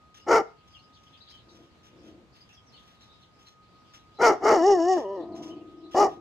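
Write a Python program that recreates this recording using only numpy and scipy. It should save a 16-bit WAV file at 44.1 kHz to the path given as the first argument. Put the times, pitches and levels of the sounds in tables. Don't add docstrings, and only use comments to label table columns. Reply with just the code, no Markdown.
import sys
import numpy as np
from scipy import signal
from scipy.fft import rfft, irfft, next_fast_len
from scipy.io import wavfile
from scipy.ndimage import uniform_filter1d

SR = 44100
rng = np.random.default_rng(int(sys.argv[2]) if len(sys.argv) > 2 else 0)


def store_pcm(level_fs):
    pcm = np.round(np.clip(level_fs, -1, 1) * 32767).astype(np.int16)
    wavfile.write(sys.argv[1], SR, np.atleast_2d(pcm).T)


N = 273772

# folds_catch_s, loudest_s, peak_db, swell_time_s, dying_time_s, swell_curve (power),
# dying_curve (power), widest_mouth_after_top_s, start_pitch_hz, top_pitch_hz, end_pitch_hz,
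# top_roughness (0-1), top_weak_strong_pulsing (0-1), hiss_loss_db
BARKS = [(0.265, 0.341, -15, 0.0737, .08, 2.4, 3.04, .002, 378.8, 462.2, 365.5, .36, 0.74, 0.61),
         (4.184, 4.257, -13, 0.061, .095, 2.86, 2, 0.0039, 409.5, 457, 367.3, 0.31, 0.92, .3),
         (4.401, 4.495, -15.5, .078, .09, 2.4, 2.4, 0.015, 351.4, 441, 423.8, .42, 1, 0.25),
         (5.943, 6.019, -14, 0.099, .07, 1.8, 1.9, -0.0039, 334.2, 410.8, 346, 0.28, 0.38, 2)]
EDGE_DB = 19.5
EFFORT_RANGE_DB = 20.5
PITCH_BEND = 1.6
NARROWEST, WIDEST = 0.63, 0.98
EASY_ROUGH, EASY_PULSING = .54, 0.22
GAPE_S = 0.089
BARK_HISS_FADE_DB = 9.5


def bark(onset_s, top_s, db, swell_s, dying_s, swell_bend, dying_bend, gape_lag_s,
         start_hz, top_hz, end_hz, rough, pulsing, muffled_db):
    before = np.linspace(onset_s - top_s, 0, num=20, endpoint=False)
    after = np.linspace(0, 1.3 * dying_s, num=20)
    t = top_s + np.r_[before, after]
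    if top_s < HOWL[0][0]:
        t = np.minimum(t, HOWL[0][0] - .004)
    under_db = EDGE_DB * arch(t, top_s, swell_s, dying_s, swell_bend, dying_bend)
    effort = np.clip(1 - under_db / EFFORT_RANGE_DB, 0, 1)
    sag = np.minimum(arch(t, top_s, top_s - onset_s, dying_s, PITCH_BEND, PITCH_BEND), 1)
    pitch = top_hz + sag * (np.where(t < top_s, start_hz, end_hz) - top_hz)
    gape = np.clip(1 - arch(t, top_s + gape_lag_s, GAPE_S, GAPE_S, 2, 2.1), 0, 1)
    opening = NARROWEST + (WIDEST - NARROWEST) * gape
    roughness = EASY_ROUGH + (rough - EASY_ROUGH) * effort ** 2.86
    weak_strong = EASY_PULSING + (pulsing - EASY_PULSING) * effort ** 5.8
    hiss_loss_db = muffled_db + BARK_HISS_FADE_DB * (1 - gape)
    return list(zip(t, pitch, db - under_db, opening, roughness, weak_strong, hiss_loss_db))


# time_s, pitch_hz, level_db, mouth_opening (0-1), roughness (0-1)
HOWL = [(4.526, 447.6, -13, 0.64, 0.42), (4.549, 416, -18, 0.88, 0.27), (4.569, 369.4, -18, 0.7, .28),
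        (4.595, 324, -22.5, 0.83, 0), (4.613, 319.2, -19.5, .55, 0.12), (4.638, 360, -18, 0.67, 0.06),
        (4.679, 409, -14.5, 0.4, .05), (4.704, 409.2, -13.5, 0.48, 0.13), (4.738, 381, -16, 0.35, 0.05),
        (4.767, 355.4, -23, 0.5, .065), (4.793, 329.5, -21.5, 0.6, .05), (4.812, 326.2, -21, 0.45, 0.01),
        (4.86, 351.7, -22.5, 0.6, 0.06), (4.9, 380.3, -18, .5, 0), (4.928, 372.1, -18, .5, 0.03),
        (4.961, 357.8, -25, 0.33, 0.05), (4.976, 334.7, -21.5, 0.63, 0.2), (5.0, 279.7, -30, 0.35, .12),
        (5.029, 221.8, -35.5, 0.35, .12), (5.059, 190.8, -30.5, 0, 0), (5.085, 193.9, -32.5, 0.17, 0.07),
        (5.128, 198.9, -32, 0.11, .07), (5.169, 189, -34.5, 0.14, .12), (5.208, 166.8, -34.5, 0.33, .07),
        (5.232, 149.8, -44, 0.3, 0.2), (5.25, 141, -47, 0.6, 0)]
HOWL_PULSING, HOWL_PULSING_BEND = 5, 1.906
HOWL_FULL_DB, HOWL_HISS_FADE = -12, 0.48


def howl():
    rows = []
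    for row in HOWL:
        level_db, rough = row[2], row[4]
        pulsing = HOWL_PULSING * max(rough, 0) ** HOWL_PULSING_BEND
        hiss_loss_db = HOWL_HISS_FADE * (HOWL_FULL_DB - level_db)
        rows.append((*row, pulsing, hiss_loss_db))
    return rows


HISS_OPEN_DB, HISS_DB_PER_DECADE = -19.5, 14
HEAD_UP_S = 5.6


def voice():
    columns, gate = in_time([bark(*row) for row in BARKS] + [howl()])
    on = gate > 0
    pitch, level_db, opening, rough, pulsing, muffled_db = (c[on] for c in columns)
    pitch = uniform_filter1d(pitch, size=700)
    opening, rough, pulsing = (np.clip(c, 0, 1) for c in (opening, rough, pulsing))
    hiss_db = HISS_OPEN_DB + HISS_DB_PER_DECADE * np.log10(opening + .01) - muffled_db
    shut, narrow, wide = [np.maximum(1 - 2 * np.abs(opening - k / 2), 0) for k in range(3)]
    raised = np.flatnonzero(on) > HEAD_UP_S * SR
    shares = [shut, narrow, wide * ~raised, wide * raised]
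    phase = 2 * np.pi * np.cumsum(pitch * (1 + .09 * rough * drift(71.5)[on])) / SR
    throat, hiss = np.zeros(N), np.zeros((2, N))
    throat[on] = from_db(level_db) * fold_sound(on, phase, pitch, rough, pulsing, shares)
    hiss[:, on] = from_db(level_db + hiss_db) * breath_sound(on, phase, pitch, opening, wide)
    return throat * gate, hiss * gate


# frequency_hz, level_db (relative)
MOUTH_SHUT = [(120, -13.5), (200, -17.5), (350, 1.5), (600, -0.5), (800, -25), (1000, -3), (1200, -35),
              (1500, -74), (1850, -22), (2300, -80), (2900, -24), (3600, -47.5)]
# frequency_hz, level_db (relative)
MOUTH_NARROW = [(120, -54.5), (200, -29.5), (330, 0), (500, -6.5), (760, -2.5), (1070, -18.5), (1250, -24),
                (1500, -51.5), (1680, -24), (1890, -24), (2050, -44.5), (2330, -65), (3600, -54)]
# frequency_hz, level_db (relative)
MOUTH_OPEN = [(120, -60.5), (300, 2), (450, 3.5), (600, 1), (880, 1), (1070, -6), (1350, 3), (1600, -19),
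              (2130, -6), (2560, -34), (2930, -21.5), (3600, -51)]
# frequency_hz, level_db (relative)
MOUTH_RAISED = [(120, -46), (300, -6.5), (410, -6.5), (600, -1.5), (800, -3.5), (1020, -10.5), (1220, -9.5),
                (1550, -35.5), (1900, -22.5), (2150, -41), (2380, -28.5), (2700, -71)]


def fold_sound(on, phase, pitch, rough, pulsing, shares):
    mouths = MOUTH_SHUT, MOUTH_NARROW, MOUTH_OPEN, MOUTH_RAISED
    tone, power = 0, 0
    for k in np.arange(1, 33) / 2:
        gain = from_db(sum(share * at_hz(mouth, k * pitch) for share, mouth in zip(shares, mouths)))
        if k % 1:
            gain = gain * pulsing
        wander = 2.7 * rough * drift(35)[on]
        tone = tone + gain * np.sin(k * phase - .4 * k ** 2 + wander)
        power = power + gain ** 2 / 2
    tone = tone / np.sqrt(power) * from_db(2.5 * rough * drift(90)[on])
    rasp = 0
    for share, mouth in zip(shares, mouths):
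        noise = colour(rng.standard_normal(N), mouth)
        rasp = rasp + np.sqrt(share) * rms_one(noise)[on]
    return np.sqrt(1 - rough ** 2) * tone + rough * rasp


# frequency_hz, width_hz (first of two passes; the second is twice as wide),
# level_db (relative)
BREATH = [(2906, 72, 2), (3800, 99, -15), (4675, 97, -0.5), (5410, 297, 3.5), (5666, 260, -5),
          (6200, 310, -5.5), (6610, 220, -1.5), (7370, 260, -8)]
# frequency_hz, level_db (relative)
BREATH_TOP = [(6000, -34.5), (8800, 14.5), (10000, 7), (11500, 3.5), (13500, 3), (15300, 14.5)]


def breath_sound(on, phase, pitch, opening, wide_share):
    edge = np.zeros(N)
    edge[on] = sum(np.sin(k * phase + 0.33 * k ** 2) * (k * pitch < 9000) for k in range(6, 30))
    air = rng.standard_normal((3, N))
    drive = np.array([air[0] + .17 * edge, air[1]])
    breath = 0
    for k, (hz, width_hz, db) in enumerate(BREATH):
        ringing = resonate(resonate(drive, hz, width_hz), hz, 2 * width_hz)
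        breath = breath + (-1) ** k * from_db(db) * ringing
    blurred = resonate(resonate(air[:2], 5030, 1300), 5450, 1780)
    blurred = rms_one((blurred - 0.95 * resonate(blurred, 3200, 900))[:, on])
    gape = .6 * wide_share
    breath = np.sqrt(1 - gape) * rms_one(breath[:, on]) + np.sqrt(gape) * blurred
    top = from_db(-12.0) * opening ** 2.3 * rms_one(colour(air[2], BREATH_TOP))[on]
    puffs = 1 + .4 * np.cos(phase)
    puffs = puffs * from_db(2.4 * drift(48)[on])
    middle, apart = breath
    return puffs * (middle + top + 0.35 * apart * [[1], [-1]])


# start_s, loudest_s, end_s, swell_curve (power), level_db,
# upper_resonances_db (against the level), chest_db (against the level)
GROWL = [(1.4, 1.592, 1.78, 1.1, -57.5, -8, -0.5), (1.9, 2.106, 2.3, 1.7, -54, -12, 1.5),
         (5.158, 5.284, 5.7, 3.58, -39.5, -7, -6), (5.665, 5.863, 6.0, 5.6, -48, -16, -11),
         (6.08, 6.139, 6.23, 3.3, -48, -7, -5)]
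# frequency_hz, width_hz (first of two passes; the second is three times as wide),
# level_db (relative among the upper ones; unused for the first)
MUZZLE = [(320.5, 42, 0), (671.4, 53, -4.5), (1000, 39, -14), (2953, 42, -46)]
# frequency_hz, level_db (relative)
CHEST = [(60, -28), (110, -4.5), (230, 12.5), (330, 3), (480, 8), (620, 1.5), (900, -51.5), (3000, -72)]
GROWL_PULSES_PER_S, GROWL_UNEVEN = 69, .45
GROWL_EDGE_DB = 15
GROWL_DULLING = 1


def growl():
    t, swell = np.arange(N) / SR, np.zeros((3, N))
    for start, top, end, bend, db, upper_db, chest_db in GROWL:
        under_db = GROWL_EDGE_DB * arch(t, top, top - start, end - top, bend, bend)
        fading_db = under_db * [[1], [1 + GROWL_DULLING], [1]]
        swell += from_db(db - fading_db + [[0], [upper_db], [chest_db]])
    cycles = np.cumsum(GROWL_PULSES_PER_S * np.exp(GROWL_UNEVEN * drift(40))) / SR
    slaps = np.diff(np.floor(cycles), prepend=0) * from_db(1.0 * rng.standard_normal(N))
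    slaps = slaps + 0.039 * rng.standard_normal(N)
    (hz, width_hz, _), *uppers = MUZZLE
    low = rms_one(resonate(resonate(slaps, hz, width_hz), hz, 3 * width_hz))
    high = rms_one(sum(from_db(db) * resonate(resonate(slaps, hz, w), hz, 3 * w) for hz, w, db in uppers))
    chest = rms_one(colour(slaps, CHEST))
    return swell[0] * low + swell[1] * high + swell[2] * chest


# frequency_hz, left_minus_right_db
DOG_BALANCE = [(60, 4.5), (130, 0), (290, 3), (640, 0.5), (1410, 4), (3100, -7.5), (6820, 0), (15000, 0.5)]
YARD_T60_S, YARD_DB = 0.31, -18.5


def dog():
    throat, hiss = voice()
    body = throat + growl() + hiss
    ahead = np.array([colour(side, [(hz, sign * db / 2) for hz, db in DOG_BALANCE])
                      for side, sign in zip(body, (1, -1))])
    bounce = resonate(np.roll(throat, int(0.00347 * SR)), 2100, 900)
    wall = bounce * from_db(-7.0) * [[1], [-1]]
    return ahead + wall + from_db(YARD_DB) * tail(body.mean(0), YARD_T60_S, 200, 6400)


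# start_s, length_s, start_pitch_hz, end_pitch_hz, level_db, warble_hz
CHIRPS = [(0.168, 0.052, 2920, 2950, -67, 60), (0.686, 0.068, 4920, 4830, -69, 98),
          (0.779, 0.019, 3980, 4610, -64, 60.3), (0.821, .04, 5120, 4870, -66, 60),
          (0.92, 0.038, 4180, 4430, -66, 400), (2.316, 0.074, 4700, 4280, -68.5, 304),
          (2.654, 0.06, 6380, 4370, -67.5, 40), (5.189, 0.051, 3610, 4020, -65.5, 293),
          (0.204, 0.034, 5150, 5110, -63, 200), (0.735, 0.037, 3410, 2550, -56.5, 100),
          (.949, 0.034, 3490, 2960, -63.5, 297), (1.062, 0.016, 3220, 3080, -63, 200),
          (1.121, 0.046, 3230, 3910, -60, 403), (1.17, 0.012, 4340, 5130, -63, 60.4),
          (1.201, 0.027, 4040, 3900, -55.5, 304), (1.263, 0.054, 3890, 4240, -56.5, 500),
          (1.312, 0.053, 3265, 3040, -59, 98.5), (1.366, 0.051, 3970, 3160, -65, 402),
          (1.484, 0.018, 4230, 3940, -60.5, 303), (2.405, 0.015, 5010, 4630, -56, 59.7),
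          (2.489, 0.02, 2785, 2600, -60.5, 80.6), (2.523, 0.047, 5200, 5300, -65, 294),
          (2.562, 0.031, 3360, 3180, -62, 60.2), (2.721, 0.03, 4120, 4550, -59.5, 79),
          (2.734, 0.027, 3330, 2610, -61.5, 59.4), (2.752, 0.04, 4180, 3140, -60.5, 300),
          (2.994, .04, 3990, 3600, -61, 295), (3.066, .1, 3740, 3760, -65.5, 149),
          (3.206, 0.04, 3830, 3550, -65, 297), (3.456, 0.019, 4360, 4270, -58.5, 150),
          (3.985, 0.016, 3520, 4370, -68, 39.7), (4.141, 0.088, 4100, 3890, -63, 60),
          (5.316, 0.023, 4400, 3985, -63.5, 200), (5.494, 0.031, 2880, 3095, -58, 60),
          (5.828, 0.044, 3880, 3860, -64, 299.8)]
# time_s, level_db (each note adds its own -8 to 4 dB)
FLOCK = [(0.0, -79.5), (6.21, -76.5)]


def sparrows():
    near, far = np.zeros((2, N + SR))
    flutter = np.tile(drift(172), 2)
    for s, length, start_hz, end_hz, db, warble_hz in CHIRPS:
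        note = whistle(length, start_hz, end_hz, warble_hz * flutter[int(s * SR):])
        near[int(s * SR):][:len(note)] += from_db(db) * note
    for when, span, height, slide, size in rng.random((320, 5)):
        hz = 2500 + 2900 * height
        warble = 350 * flutter[int(size * N):]
        note = whistle(0.0141 + 0.092 * span, hz, hz + 1400 * (slide - .6), warble)
        far[int(when * N):][:len(note)] += from_db(12 * size - 8) * note
    (flock_db,), _ = in_time([FLOCK])
    birds = near[:N] + far[:N] * from_db(flock_db)
    return right_first(birds, left_louder_db=7.0) + from_db(2.5) * tail(birds, 0.19, 1500, 6300)


def whistle(length, start_hz, end_hz, warble):
    t = np.arange(int(length * SR)) / SR
    hz = start_hz + (end_hz - start_hz) * t / length + warble[:len(t)]
    return np.sin(np.pi * t / length) ** 0.68 * np.sin(2 * np.pi * np.cumsum(hz) / SR)


# start_s, level_db, duller_part_db (against the level), weight_sinks_for_s
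STEPS = [(0.141, -64.5, 4.5, 0.047), (0.6727, -70, 4, 0.11), (0.9273, -72.5, -8, 0.1),
         (1.0294, -77, 7, 0.23), (1.284, -71, 6, 0.068), (1.48, -71, -3, 0.1), (1.5454, -79.5, 10.5, 0.13),
         (1.8294, -67.5, 5, 0.044), (2.0294, -71.5, 6.5, 0.062), (2.3381, -75, 9.5, 0.092),
         (2.488, -68.5, 6.5, 0.052), (2.7194, -77, 9, .17), (2.869, -80.5, 13, .08), (3.006, -67, 4, 0.032),
         (3.199, -74.5, 2, .045), (3.3892, -70.5, 5.5, 0.079), (3.465, -70, 3, 0.037),
         (3.8594, -79, 4.5, .1), (3.935, -62, 4, 0.028), (4.9284, -56, 2.2, .08), (5.3474, -62, 0, 0.088),
         (5.423, -60, 1.5, 0.063), (5.91, -60.5, 7, 0.035), (6.09, -71, 9.5, 0.044)]
# frequency_hz, level_db (relative)
CRUNCH_BRIGHT = [(3000, -33), (4300, -8.5), (5500, 11), (7000, -2), (8200, -15), (13000, -31), (15500, -19)]
# frequency_hz, level_db (relative)
CRUNCH_DULL = [(600, -11.5), (1500, -4.5), (2300, -8.5), (3400, 1), (4800, -26.5)]
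STEP_T60_S = 0.21


def steps():
    t, swell = np.arange(N) / SR, np.zeros((2, N))
    for s, db, dull_db, sink in STEPS:
        since = np.maximum(t - s, 0)
        dying_db = 60 * np.maximum(since - sink, 0) / STEP_T60_S
        shape = from_db(db - dying_db) * (1 - np.exp(-since / 0.002))
        swell += shape * from_db([[0], [dull_db]])
    grains = rng.random((2, N)) < 6000 / SR
    grains = grains * rng.choice([-1, 1], (2, N)) * from_db(1.71 * rng.exponential(1, (2, N)))
    bright = rms_one(colour(grains, CRUNCH_BRIGHT)) * swell[0]
    dull = rms_one(colour(grains, CRUNCH_DULL)) * swell[1]
    near, apart = bright + dull
    near = near * from_db(2.5 * drift(30))
    return right_first(near, left_louder_db=3.0) + .45 * apart * [[1], [-1]]


# time_s, level_db (wavers around this)
WHINE = [(0, -63), (.88, -63.5), (1.9, -71.5), (2.2, -69.5), (2.57, -71.5), (2.78, -65.5), (4.1, -63.5),
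         (5.3, -60), (6.21, -58)]
WHINE_HZ = 1247.4


def whine():
    (level_db,), _ = in_time([WHINE])
    phase = 2 * np.pi * np.cumsum(WHINE_HZ + 1.6 * drift(2.4)) / SR
    return np.sqrt(2) * from_db(level_db + 2.0 * drift(6.6)) * np.sin(phase + [[0], [.4]])


# (relative, per Hz)
HUSH = [(18, -57), (32, -19.5), (60, -1), (108, 0), (284, -7.5), (546, -12.5), (800, -12.5), (1400, -17),
        (3600, -23.5), (6900, -31.5), (10500, -43.5), (13600, -46), (15500, -46.5)]
# (wavers; left 0.7 dB up, right 0.7 dB down)
RUMBLE = [(0, -62), (.6, -64), (.78, -60), (.95, -64), (1.8, -64), (2.15, -60), (2.5, -64), (3.9, -67),
          (4.3, -59), (4.9, -58), (5.5, -60), (6.21, -60)]
# frequency_hz, likeness (0 unrelated, 1 identical)
LIKENESS = [(60, 0.63), (250, 0.71), (640, 0.4), (1400, 0), (3000, 0), (7000, 0.07)]
HUSH_DB = -59.5


def hush():
    mid, side = rng.standard_normal((2, N))
    mid = colour(mid, [(hz, 10 * np.log10(1 + np.clip(c, 0, .95))) for hz, c in LIKENESS])
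    side = colour(side, [(hz, 10 * np.log10(1 - np.clip(c, 0, .95))) for hz, c in LIKENESS])
    air = rms_one(colour(np.array([mid + side, mid - side]), HUSH))
    (rumble_db,), _ = in_time([RUMBLE])
    bass = signal.sosfilt(signal.butter(2, 220, fs=SR, output="sos"), air)
    rumble = rms_one(bass) * from_db(rumble_db + 1.5 * drift(6)) * from_db([[.7], [-.7]])
    return from_db(HUSH_DB + 1.0 * drift(3.7)) * (air - bass) + rumble


def from_db(db):
    return 10 ** (np.asarray(db) / 20)


def rms_one(x):
    return x / np.sqrt(np.mean(x ** 2) + 1e-20)


def arch(t, top_s, rise_s, fall_s, rise_bend, fall_bend):
    away = np.abs(t - top_s)
    return np.where(t < top_s, (away / rise_s) ** rise_bend, (away / fall_s) ** fall_bend)


def in_time(tables):
    t = np.arange(N) / SR
    rows = np.array(sorted(row for table in tables for row in table))
    gate = sum((t > table[0][0] + .002) & (t < table[-1][0] + .012) for table in tables) > 0
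    return [np.interp(t, rows[:, 0], c) for c in rows.T[1:]], uniform_filter1d(gate * 1., size=300)


def at_hz(points, hz):
    return np.interp(np.log(hz), np.log(np.array(points)[:, 0]), np.array(points)[:, 1])


def colour(x, points):
    size = next_fast_len(N)
    hz = np.maximum(np.arange(size // 2 + 1) * SR / size, 1)
    return irfft(rfft(x, size) * from_db(at_hz(points, hz)), size)[..., :N]


def drift(rate):
    r = np.exp(-2 * np.pi * rate / SR)
    return rms_one(signal.lfilter([1], [1, -2 * r, r * r], rng.standard_normal(N + SR))[SR:])


def resonate(x, hz, width_hz):
    r = np.exp(-np.pi * width_hz / SR)
    poles = [1, -2 * r * np.cos(2 * np.pi * hz / SR), r * r]
    return signal.lfilter(np.array([1, 0, -1]) * (1 - r * r) / 2, poles, x)


def tail(x, t60, low_hz, high_hz):
    t = np.arange(int(t60 * SR)) / SR
    echo = rng.standard_normal((2, SR))[:, :len(t)] * from_db(-60 * t / t60) * np.minimum(t / 0.002, 1)
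    echo = signal.sosfilt(signal.butter(1, [low_hz, high_hz], "band", fs=SR, output="sos"), echo)
    return signal.fftconvolve(x[None], rms_one(echo) / np.sqrt(len(t)), axes=1)[:, :N]


RIGHT_LEAD = 20


def right_first(x, left_louder_db):
    return np.array([np.roll(x, RIGHT_LEAD) * from_db(left_louder_db / 2), x * from_db(-left_louder_db / 2)])


def scene():
    return dog() + sparrows() + steps() + whine() + hush()


CUTOFF_HZ = 15950


def record(dry):
    rounded = 0.66 * np.tanh(dry / 0.72)
    return signal.sosfilt(signal.cheby2(16, 80, CUTOFF_HZ, fs=SR, output="sos"), rounded)


dry = scene()
out = record(dry)
store_pcm(out)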